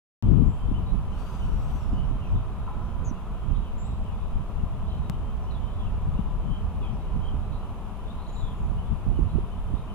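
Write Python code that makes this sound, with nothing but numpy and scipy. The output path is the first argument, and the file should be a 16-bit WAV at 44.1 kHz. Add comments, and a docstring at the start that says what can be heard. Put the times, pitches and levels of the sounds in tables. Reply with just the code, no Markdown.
"""Otters on the far bank of a river. From the outset, turbulent wind buffets each side of the microphone
in turn, small birds whistle in the trees, an insect sings and distant traffic hums. From 1.1 to 2 s the
otters force air through tight throats in a long, thin squeal of several voices, while a far car passes.
A distant knock echoes at 2.7 s. The otters give a buzzy chirp at 3 s and rising peeps near 3.8 s. At
5.1 s the sound jumps as at a splice, with a sharp click mostly on the left. More peeps come near 8.3 s."""
import sys
import numpy as np
from scipy import signal
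from scipy.fft import rfft, irfft, next_fast_len
from scipy.io import wavfile

SR = 44100
rng = np.random.default_rng(int(sys.argv[2]) if len(sys.argv) > 2 else 0)


def transcribe(signal):
    """Save signal, clipped to [-1, 1], as a 16-bit WAV file at the path in sys.argv[1]."""
    frames = np.atleast_2d(signal).T
    limited = np.clip(frames, -1, 1)
    pcm = np.round(limited * 32767).astype(np.int16)
    wavfile.write(sys.argv[1], SR, pcm)


N = 438354
TIME = np.arange(N) / SR
LEFT, RIGHT = 0, 1  # microphone ports; every pan is the left level minus the right

# contour of the squeal, which swells twice and sinks away: t/s, f/Hz, level/dB
SQUEAL_CONTOUR = [(1.11, 5950, -76), (1.19, 6900, -68), (1.34, 7440, -69), (1.42, 7220, -70),
                  (1.5, 6730, -73.5), (1.61, 6600, -72), (1.77, 7000, -71), (1.83, 6500, -73.5),
                  (1.89, 6440, -75), (2.01, 5300, -83)]
SQUEAL_PAN_DB = 10


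def squeal(grit_db, flutter_db, wobble_share, echo_db, yelp_s=.016):
    """Inharmonic tones bend on one contour; random modulation gives each a skirt of noisy sidebands."""
    # tones: frequency ratio, start level/dB, end level/dB, relative jitter, share of the yelps
    voices = [(.652, -4, -12, .008, 0), (.795, -9, -5, .005, .8), (.865, -8, 2, .0035, 1),
              (.878, -10, -17, .002, 0), (1, -5.5, -12, .002, 0), (1.13, -14, -.5, .002, 0.084),
              (1.19, -16, -8, 0.0059, 0), (1.27, -8, -11, .006, 0), (1.73, -10, -6, 0.0085, .2)]
    # yelps, quick upward flicks of pitch: t/s, relative rise
    flicks = [(1.63, .07), (1.67, .12), (1.772, .075)]
    out = np.zeros((2, N))
    t = np.arange(SQUEAL_CONTOUR[0][0], SQUEAL_CONTOUR[-1][0], 1 / SR)
    pitch, level_db = in_time(SQUEAL_CONTOUR, t)
    yelps = sum(rise * np.exp(-((t - s) / yelp_s) ** 2) for s, rise in flicks)
    for ratio, start_db, end_db, rough, yelp_share in voices:
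        jitter, wobble, flutter, surge, grit = (
            drift(rate, size=2 * SR)[:len(t)] for rate in (500, 45, 70, 14, 1300))
        hz = pitch * ratio * (1 + yelp_share * yelps + rough * jitter + wobble_share * wobble)
        voice = tone(hz) * (from_db(flutter_db * (flutter + surge)) + from_db(grit_db) * grit)
        envelope = from_db(level_db + np.linspace(start_db, end_db, len(t)))
        add(out, t[0], voice * envelope * panned(SQUEAL_PAN_DB))
    return out + from_db(echo_db) * bank_echo(out, t60=.3)


def rasp(level_db, flutter_db, fade_s=.1):
    """Turbulence at a constriction: air forced through the tight throat hisses in step with the squeal."""
    # spectrum of the breath: f/Hz, relative level/dB
    breath = [(1500, -38), (2800, -19.5), (4200, -29), (5500, -33), (8500, -43), (10000, -39), (12000, -41),
              (15000, -51)]
    start, end = SQUEAL_CONTOUR[0][0], SQUEAL_CONTOUR[-1][0]
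    swell = np.clip(np.minimum(TIME - start, end - TIME) / fade_s, 0, 1)
    effort = swell * from_db(in_time(SQUEAL_CONTOUR)[1] + flutter_db * drift(70))
    return noise(breath) * effort * from_db(level_db) * panned(SQUEAL_PAN_DB)


def peeps(trill_hz, slowing, throb_db):
    """Frequency modulation: a fast, slowing trill on short otter whistles, a buzz where it is deep."""
    # t/s, length/s, start f/Hz, middle f/Hz, end f/Hz, level/dB, pan/dB, trill depth/Hz, echo/dB
    calls = [(0.435, .085, 7200, 7350, 8150, -75.5, 4, 60, 6),
             (3.04, 0.073, 6750, 6450, 5830, -54.5, 7, 332, -17),
             (3.775, 0.067, 7200, 7220, 7500, -60, 6, 40, -5),
             (3.84, 0.043, 7450, 7750, 8100, -65, 7, 160, -2),
             (8.275, .04, 6750, 6750, 6850, -70, 9, 60, -6),
             (8.32, 0.043, 6800, 7040, 7540, -64, 5, 110, 3), (8.36, .06, 7400, 7300, 7200, -72, 5, 300, 0),
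             (8.55, .09, 6800, 6800, 6900, -81, 5, 150, 4)]
    direct, scattered = np.zeros((2, 2, N))
    for s, length, start_hz, middle_hz, end_hz, db, pan_db, depth_hz, echo_db in calls:
        t, hz, swell = syllable(length, start_hz, middle_hz, end_hz)
        trill_phase = 2 * np.pi * np.cumsum(trill_hz * (1 - slowing * t / length)) / SR
        throb = from_db(throb_db * depth_hz / 400 * np.cos(trill_phase))  # loudest as the pitch falls
        call = rms_one(tone(hz - depth_hz * np.sin(trill_phase)) * swell * throb)
        add(direct, s, call * from_db(db) * panned(pan_db))
        add(scattered, s, call * from_db(db + echo_db) * panned(pan_db))
    return direct + bank_echo(scattered, t60=0.62)


def wind(lumpy_db, eddies_per_s, steady_db, knee_db, give, large_hz, breeze_db=-30):
    """Turbulence at each port: a stronger gust is steadier, and its smaller eddies reach higher in pitch."""
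    # pressure spectrum in a plain breeze: f/Hz, density level/dB
    rumble = [(18, -46), (37, -42.5), (75, -47), (150, -55.5), (210, -63.5), (270, -73), (370, -83),
              (520, -96), (800, -104)]
    # growth of that spectrum with gust strength: f/Hz, slope/(dB per dB)
    growth = [(18, 0.69), (37, 0.69), (75, 1.03), (150, 1.12), (260, 1.5), (520, 1.7)]
    mean_db = flow_db() - breeze_db
    steadiness = np.hypot(1, np.maximum(mean_db, 0) / steady_db)
    lumps = np.array([drift(eddies_per_s), drift(eddies_per_s)]) / steadiness
    gust_db = mean_db + lumpy_db * lumps
    excess_db = np.maximum(gust_db - knee_db, 0)
    edges_hz = 14 * 2 ** np.arange(0, 6, .5)  # half octaves
    white, out = rng.standard_normal((2, 2, N)), 0
    for k, (low, high) in enumerate(zip(edges_hz, edges_hz[1:])):
        bandpass = signal.butter(3, [low, high], "band", fs=SR, output="sos")
        band = rms_one(signal.sosfilt(bandpass, white[k % 2]))
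        hz = np.sqrt(low * high)
        drive_db = gust_db - give * excess_db / np.hypot(1, hz / large_hz)  # large eddies level off
        density_db = at_hz(rumble, hz) + at_hz(growth, hz) * drive_db
        out = out + band * np.sqrt(high - low) * from_db(density_db)
    return out


def flow_db(attack_s=0.049, release_s=0.033):
    """Addition of powers: the breeze plus gusts that rise, hold and decay set the level at each port."""
    # flow between gusts: t/s, left level/dB, right level/dB
    breeze = [(.23, -31.5, -33), (1.3, -37, -34), (2.2, -35.5, -30.5), (3.4, -40, -38.5), (4.4, -34, -34.5),
              (5.4, -36.5, -33.5), (6.4, -36, -35), (7.9, -39.5, -40), (9.2, -34.5, -39), (9.9, -38, -34)]
    # t/s, length/s, level/dB, port that is hit
    gusts = [(0.196, 0.072, -20, RIGHT), (0.206, .28, -18, LEFT), (0.249, .17, -12, LEFT),
             (0.61, 0.18, -24.5, LEFT), (0.846, 0.13, -26, RIGHT), (1.38, 0.38, -29, LEFT),
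             (1.799, .33, -29, RIGHT), (2.295, 0.075, -25.5, LEFT), (2.293, 0.098, -26, RIGHT),
             (2.72, 0.43, -31, RIGHT), (3.4, .2, -27.5, RIGHT), (3.805, 0.13, -29.5, RIGHT),
             (4.447, .66, -34.5, LEFT), (5.495, 0.14, -28.5, RIGHT), (5.812, 0.048, -24.5, LEFT),
             (5.987, 0.54, -29.5, LEFT), (6.575, 0.095, -30.5, RIGHT), (6.71, 0.24, -30.5, LEFT),
             (7.103, 0.091, -25.5, RIGHT), (7.293, 0.24, -32, RIGHT), (8.31, .16, -32.5, LEFT),
             (8.574, .18, -28.5, RIGHT), (8.71, 0.25, -33, LEFT), (9.048, .19, -22.5, RIGHT),
             (9.311, 0.053, -19.5, RIGHT), (9.697, 0.056, -21.5, RIGHT)]
    power = from_db(in_time(breeze)) ** 2
    for s, length, db, port in gusts:
        rise = np.clip((TIME - s) / attack_s, 0, 1)
        decay = np.exp(-np.clip((TIME - s - length) / release_s, 0, 20))
        power[port] += (from_db(db) * rise * decay) ** 2
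    return 10 * np.log10(power)


def buffets(spread, decay_s, level_db):
    """Heavily damped oscillation: an eddy that hits a port gives one short swing of pressure."""
    # t/s, relative level/dB, pan/dB, nominal f/Hz
    eddies = [(.315, -9.5, 23, 190), (.368, -13, 20, 180), (.419, -10, 18, 192), (0.685, -25, 18, 248),
              (0.713, -18, 26, 272), (1.931, -17, -13, 192), (2.11, -23, -16, 222), (3.111, -20, -19, 241),
              (5.098, -15.5, 18, 174), (6.19, -13.5, 26, 190), (7.161, -25, -16, 216),
              (7.339, -23, -17.5, 260), (9.064, -19, -18, 210), (9.189, -17, -27, 284),
              (9.355, -16, -20, 180), (9.383, -20.5, -23, 314), (9.735, -24, -19, 264)]
    out, t = np.zeros((2, N)), np.arange(SR // 10) / SR
    envelope = (t / decay_s) * np.exp(1 - t / decay_s)
    for (s, db, pan_db, thump_hz), detune in zip(eddies, rng.normal(0, spread, len(eddies))):
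        swing = np.sin(2 * np.pi * thump_hz * np.exp(detune) * t) * envelope
        add(out, s, swing * from_db(db + level_db) * panned(pan_db))
    return out


def splice_click(corner_hz):
    """Discontinuity: the signal jumps as at a splice and relaxes at once, a sharp click mostly left."""
    # t/s, peak level/dB, pan/dB
    jumps = [(5.098, -18.5, 13)]
    out, t = np.zeros((2, N)), np.arange(SR // 50) / SR
    for s, db, pan_db in jumps:
        add(out, s, np.exp(-2 * np.pi * corner_hz * t) * from_db(db) * panned(pan_db))
    return out


def birds(calls, quiver_db, direct_db, echo_db, t60):
    """Random modulation makes whistles quiver in level and hoarse in pitch; the trees scatter them."""
    out = np.zeros((2, N))
    for s, length, start_hz, middle_hz, end_hz, db, pan_db, rough in calls:
        t, hz, swell = syllable(length, start_hz, middle_hz, end_hz)
        swell = rms_one(swell * from_db(quiver_db * drift(92, size=SR)[:len(t)]))
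        jitter = rough * drift(450, size=SR)[:len(t)]
        call = tone(hz * (1 + jitter)) * swell * from_db(db)
        lag = rng.integers(3, 6)  # the bird's direction delays the right port, in samples
        add(out, s, np.array([call, np.roll(call, lag)]) * panned(pan_db))
    return from_db(direct_db) * out + from_db(echo_db) * bank_echo(out, t60)


def near_calls(chip_s=0.0607, chip_hz=3060, chip_pan_db=7):
    """Pitch contour and roughness distinguish five kinds of bird call from the nearer trees."""
    # one bird's repeated, arched chip: t/s, level/dB
    chips = [(.34, -66), (.735, -55), (1.11, -59.5), (1.48, -64), (5.11, -63), (5.46, -61), (6.17, -61.5),
             (7.61, -63), (8.77, -58), (9.13, -61), (9.5, -62), (9.87, -58.5)]
    # the other four kinds: t/s, length/s, f/Hz, level/dB, pan/dB
    level_whistles = [(1.39, 0.062, 3020, -55.5, -2), (1.92, 0.14, 2986, -58.5, 0),
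                      (4.87, 0.092, 3110, -58.5, 3), (5.6, .14, 3110, -63, 0),
                      (6.45, 0.162, 3110, -56.5, -1), (7.2, 0.12, 3154, -55, -3)]
    falling_slurs = [(2.19, .12, 2700, -58, -4), (3.61, .11, 3080, -62.5, 3), (4.04, .11, 2780, -62, 9),
                     (5.5, .09, 3680, -59.5, 3), (5.78, 0.073, 3260, -56.5, 3), (5.85, .055, 2810, -59, 5),
                     (6.81, .064, 2590, -55.5, 4), (6.81, .1, 3230, -57.5, -1), (8.34, .2, 3580, -57, 3)]
    thin_lisps = [(2.03, .09, 5800, -75, -11), (2.23, .1, 5800, -73, -9), (2.82, .08, 5800, -74, -11),
                  (5.41, .06, 5600, -72, -6), (6.92, .04, 5620, -72.5, -10)]
    hoarse_notes = [(.855, .06, 3820, -62, 2), (2.34, .06, 3760, -68, 5), (3.54, .06, 3690, -62, 7),
                    (3.78, 0.2, 3820, -66, 2), (4.86, .14, 3980, -66, 1), (7.51, 0.065, 3950, -64, 3),
                    (8.04, .1, 3620, -59, 8), (8.16, 0.19, 4030, -64, 2), (9.28, 0.042, 4030, -65.5, 4),
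                    (9.74, .07, 3680, -63, 7)]
    chip_rows = [(s, chip_s, chip_hz, db, chip_pan_db) for s, db in chips]
    calls = contours(chip_rows, arch=.14, fall=-.015, rough=.01)
    calls += contours(level_whistles, arch=0.0254, fall=-0.0038, rough=0.023)
    calls += contours(falling_slurs, arch=-0.011, fall=0.11, rough=0.0404)
    calls += contours(thin_lisps, arch=.01, fall=.004, rough=.04)
    return calls + contours(hoarse_notes, arch=.025, fall=-0.0054, rough=0.041)


def contours(rows, arch, fall, rough):
    """Similar glides: arch lowers both ends of a call and fall tilts it, as fractions of its pitch."""
    return [(s, length, hz * (1 - arch + fall), hz, hz * (1 - arch - fall), db, pan_db, rough)
            for s, length, hz, db, pan_db in rows]


def far_calls(level_db, count):
    """A random point process: faint calls of farther birds, independent in time and pitch."""
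    when, duration, pitch, tilt, faintness = rng.random((count, 5)).T
    length = 0.041 + 0.063 * duration
    hz, bend_hz = 2700 + 1200 * pitch, 500 * (tilt - .5)
    db = level_db - 6 * faintness - 5 * pitch
    pan_db, rough = np.zeros(count), np.full(count, .01)
    return np.transpose([when * N / SR, length, hz - bend_hz, hz + 80, hz + bend_hz, db, pan_db, rough])


def knock(at_s, crack_db, crack_t60, attack_s=.003):
    """Two-stage decay: a distant blow cracks, then its resonances die away in the echo along the river."""
    # f/Hz, bandwidth/Hz, level/dB, T60/s
    resonances = [(820, 160, -48, .9), (1005, 80, -46, 1.6), (1290, 160, -50, .9), (2300, 700, -66, .6)]
    age, out = np.maximum(TIME - at_s, 0), 0
    for hz, width_hz, db, t60 in resonances:
        fade = from_db(-60 * age / t60) + from_db(crack_db - 60 * age / crack_t60)
        out = out + fade * from_db(db) * narrow_noise(hz, width_hz, channels=1)
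    return out * np.minimum(age / attack_s, 1)


def car(hz, width_hz):
    """Band-limited noise: the tyre hiss of one far car swells and fades."""
    # t/s, level/dB
    passage = [(.3, -84), (1.2, -55), (2.2, -60.5), (3.1, -57.5), (4.2, -70), (9.9, -67)]
    return narrow_noise(hz, width_hz, channels=1) * from_db(in_time(passage)[0])


def traffic(roar_db, spread_db, tyre_db, pan_db):
    """Road roar from ahead reaches both ports mostly in phase; tyres sing in one narrow band."""
    # slow swell of the traffic: t/s, level/dB
    swell = [(.3, -50), (1.6, -48.5), (3.6, -50), (5.4, -49), (7.3, -48.5), (8.6, -49.5), (9.9, -49.5)]
    # spectrum of the roar: f/Hz, relative level/dB
    road = [(100, -2), (200, 13.5), (300, -0.5), (420, 2), (530, -2.5), (660, 1), (850, -.5), (1000, 0.5),
            (1280, -4), (1550, -18), (2000, -23.5), (3000, -29), (5000, -36.5)]
    ahead, around = rms_one(noise(road + [(SR / 2, -90)]))
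    roar = ahead + from_db(spread_db) * around * [[1], [-1]]
    tyres = from_db(tyre_db) * narrow_noise(hz=998.6, width_hz=36, channels=1)
    return (from_db(roar_db) * roar + tyres) * from_db(in_time(swell)[0]) * panned(pan_db)


def trees(chorus_db, pan_db, bank_db):
    """Incoherent sources merge into a steady hiss, with narrow bands for a far chorus and an insect."""
    # leaves, water and far birds: f/Hz, density level/dB
    hiss_spectrum = [(500, -100.5), (1400, -90), (2000, -97), (2600, -91), (3100, -94.5), (3700, -99),
                     (4400, -107), (5500, -108), (7200, -107), (8500, -111), (10000, -109), (11200, -114),
                     (13000, -113), (15500, -114)]
    # the insect's high song: t/s, level/dB
    insect_level = [(0, -76), (3, -79.5), (5.5, -79.5), (7, -77), (8.2, -75.5), (8.9, -74.5), (9.9, -73.5)]
    bank = noise(hiss_spectrum, channels=1)[0]
    from_left = np.array([bank, np.roll(bank, 4)])  # reaches the right port later
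    share = from_db(bank_db)
    hiss = (noise(hiss_spectrum) + share * from_left) / np.hypot(1, share)
    chorus = narrow_noise(hz=3098, width_hz=110) * from_db(chorus_db + 3.5 * drift(6.4))
    insect = narrow_noise(hz=9800, width_hz=750) * from_db(in_time(insect_level)[0])
    return (hiss + chorus + insect) * panned(pan_db)


def bank_echo(x, t60):
    """Diffuse scattering: trunks, leaves and the bank give a call a short, exponential tail."""
    t = np.arange(SR) / SR
    tail = rng.standard_normal((2, SR)) * from_db(-60 * t / t60) * (1 - np.exp(-t / .008))
    tail /= np.sqrt(np.sum(tail ** 2, axis=1, keepdims=True))
    return signal.fftconvolve(x, tail, axes=1)[:, :N]


def syllable(length, start_hz, middle_hz, end_hz):
    """Time, parabolic pitch glide and swelling envelope of one short call."""
    t = np.arange(int(length * SR)) / SR
    progress = t / length
    swell = np.sqrt(np.sin(np.pi * progress)) * np.minimum(8 * progress, 1)
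    parabola = np.polyfit([0, .5, 1], [start_hz, middle_hz, end_hz], 2)
    return t, np.polyval(parabola, progress), rms_one(swell)


def tone(hz):
    """Phase is the integral of frequency: a gliding sine of unit rms."""
    return np.sqrt(2) * np.sin(2 * np.pi * np.cumsum(hz) / SR)


def noise(spectrum, channels=2):
    """Spectral shaping: independent noises whose density follows rows of f/Hz, level/dB."""
    size = next_fast_len(N)
    hz = np.maximum(np.fft.rfftfreq(size, 1 / SR), 1)
    white = rfft(rng.standard_normal((channels, size)))
    return irfft(white * from_db(at_hz(spectrum, hz)), size)[:, :N] * np.sqrt(SR / 2)


def narrow_noise(hz, width_hz, channels=2):
    """Resonance: white noise passed twice through one resonator, at unit rms."""
    radius = np.exp(-np.pi * width_hz / SR)
    poles = [1, -2 * radius * np.cos(2 * np.pi * hz / SR), radius * radius]
    once = signal.lfilter([1, 0, -1], poles, rng.standard_normal((channels, N)))
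    return rms_one(signal.lfilter([1, 0, -1], poles, once))


def drift(rate, size=N):
    """Random fluctuation of unit rms, interpolated between `rate` values a second."""
    position = np.arange(size) * rate / SR
    count = int(position[-1]) + 2
    return rms_one(np.interp(position, np.arange(count), rng.standard_normal(count)))


def from_db(db):
    """Amplitude ratio of a level in decibels."""
    return 10 ** (np.asarray(db) / 20)


def rms_one(x):
    """Normalisation to unit rms."""
    return x / np.sqrt(np.mean(x ** 2) + 1e-20)


def in_time(rows, t=TIME):
    """Linear interpolation of each column of a curve at times t."""
    s, *columns = np.transpose(rows)
    return [np.interp(t, s, column) for column in columns]


def at_hz(points, hz):
    """Interpolation of a spectrum on a log-frequency axis."""
    f, value = np.transpose(points)
    return np.interp(np.log(hz), np.log(f), value)


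def panned(pan_db):
    """Constant-power panning: left and right gains of mean power one."""
    return rms_one(from_db(np.array([[pan_db], [-pan_db]]) / 2))


def add(out, s, sound):
    """Superpose a sound from time s onward."""
    start = int(s * SR)
    out[:, start:start + sound.shape[-1]] += sound[..., :N - start]


def scene():
    """Superposition of otters, birds, the far background, wind on the microphone and one click."""
    otters = squeal(grit_db=-7, flutter_db=1.8, wobble_share=.005, echo_db=-6)
    otters += rasp(level_db=-2.2, flutter_db=1.5)
    otters += peeps(trill_hz=230, slowing=.45, throb_db=9)
    song = birds(near_calls(), quiver_db=2.5, direct_db=-1.5, echo_db=-6, t60=.4)
    song += birds(far_calls(level_db=-64.5, count=70), quiver_db=3, direct_db=-4, echo_db=-3, t60=.45)
    far = traffic(roar_db=6.0, spread_db=-14.5, tyre_db=-10, pan_db=1.7) + car(hz=1284, width_hz=305)
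    far += trees(chorus_db=-72.5, pan_db=0.3, bank_db=-6.0)
    far += knock(at_s=2.675, crack_db=-3, crack_t60=0.1)
    air = wind(lumpy_db=2.5, eddies_per_s=25, steady_db=8, knee_db=8.0, give=0.58, large_hz=108)
    air += buffets(spread=0.12, decay_s=0.0028, level_db=-3.0)
    return otters + song + far + air + splice_click(corner_hz=700)


def record(dry):
    """Gating and band limiting: the sound begins abruptly and a steep low-pass cuts the top."""
    start_s, cutoff_hz = 0.225, 15750
    lowpass = signal.ellip(10, .1, 90, cutoff_hz, fs=SR, output="sos")
    return signal.sosfilt(lowpass, dry * (TIME >= start_s))


dry = scene()
out = record(dry)
transcribe(out)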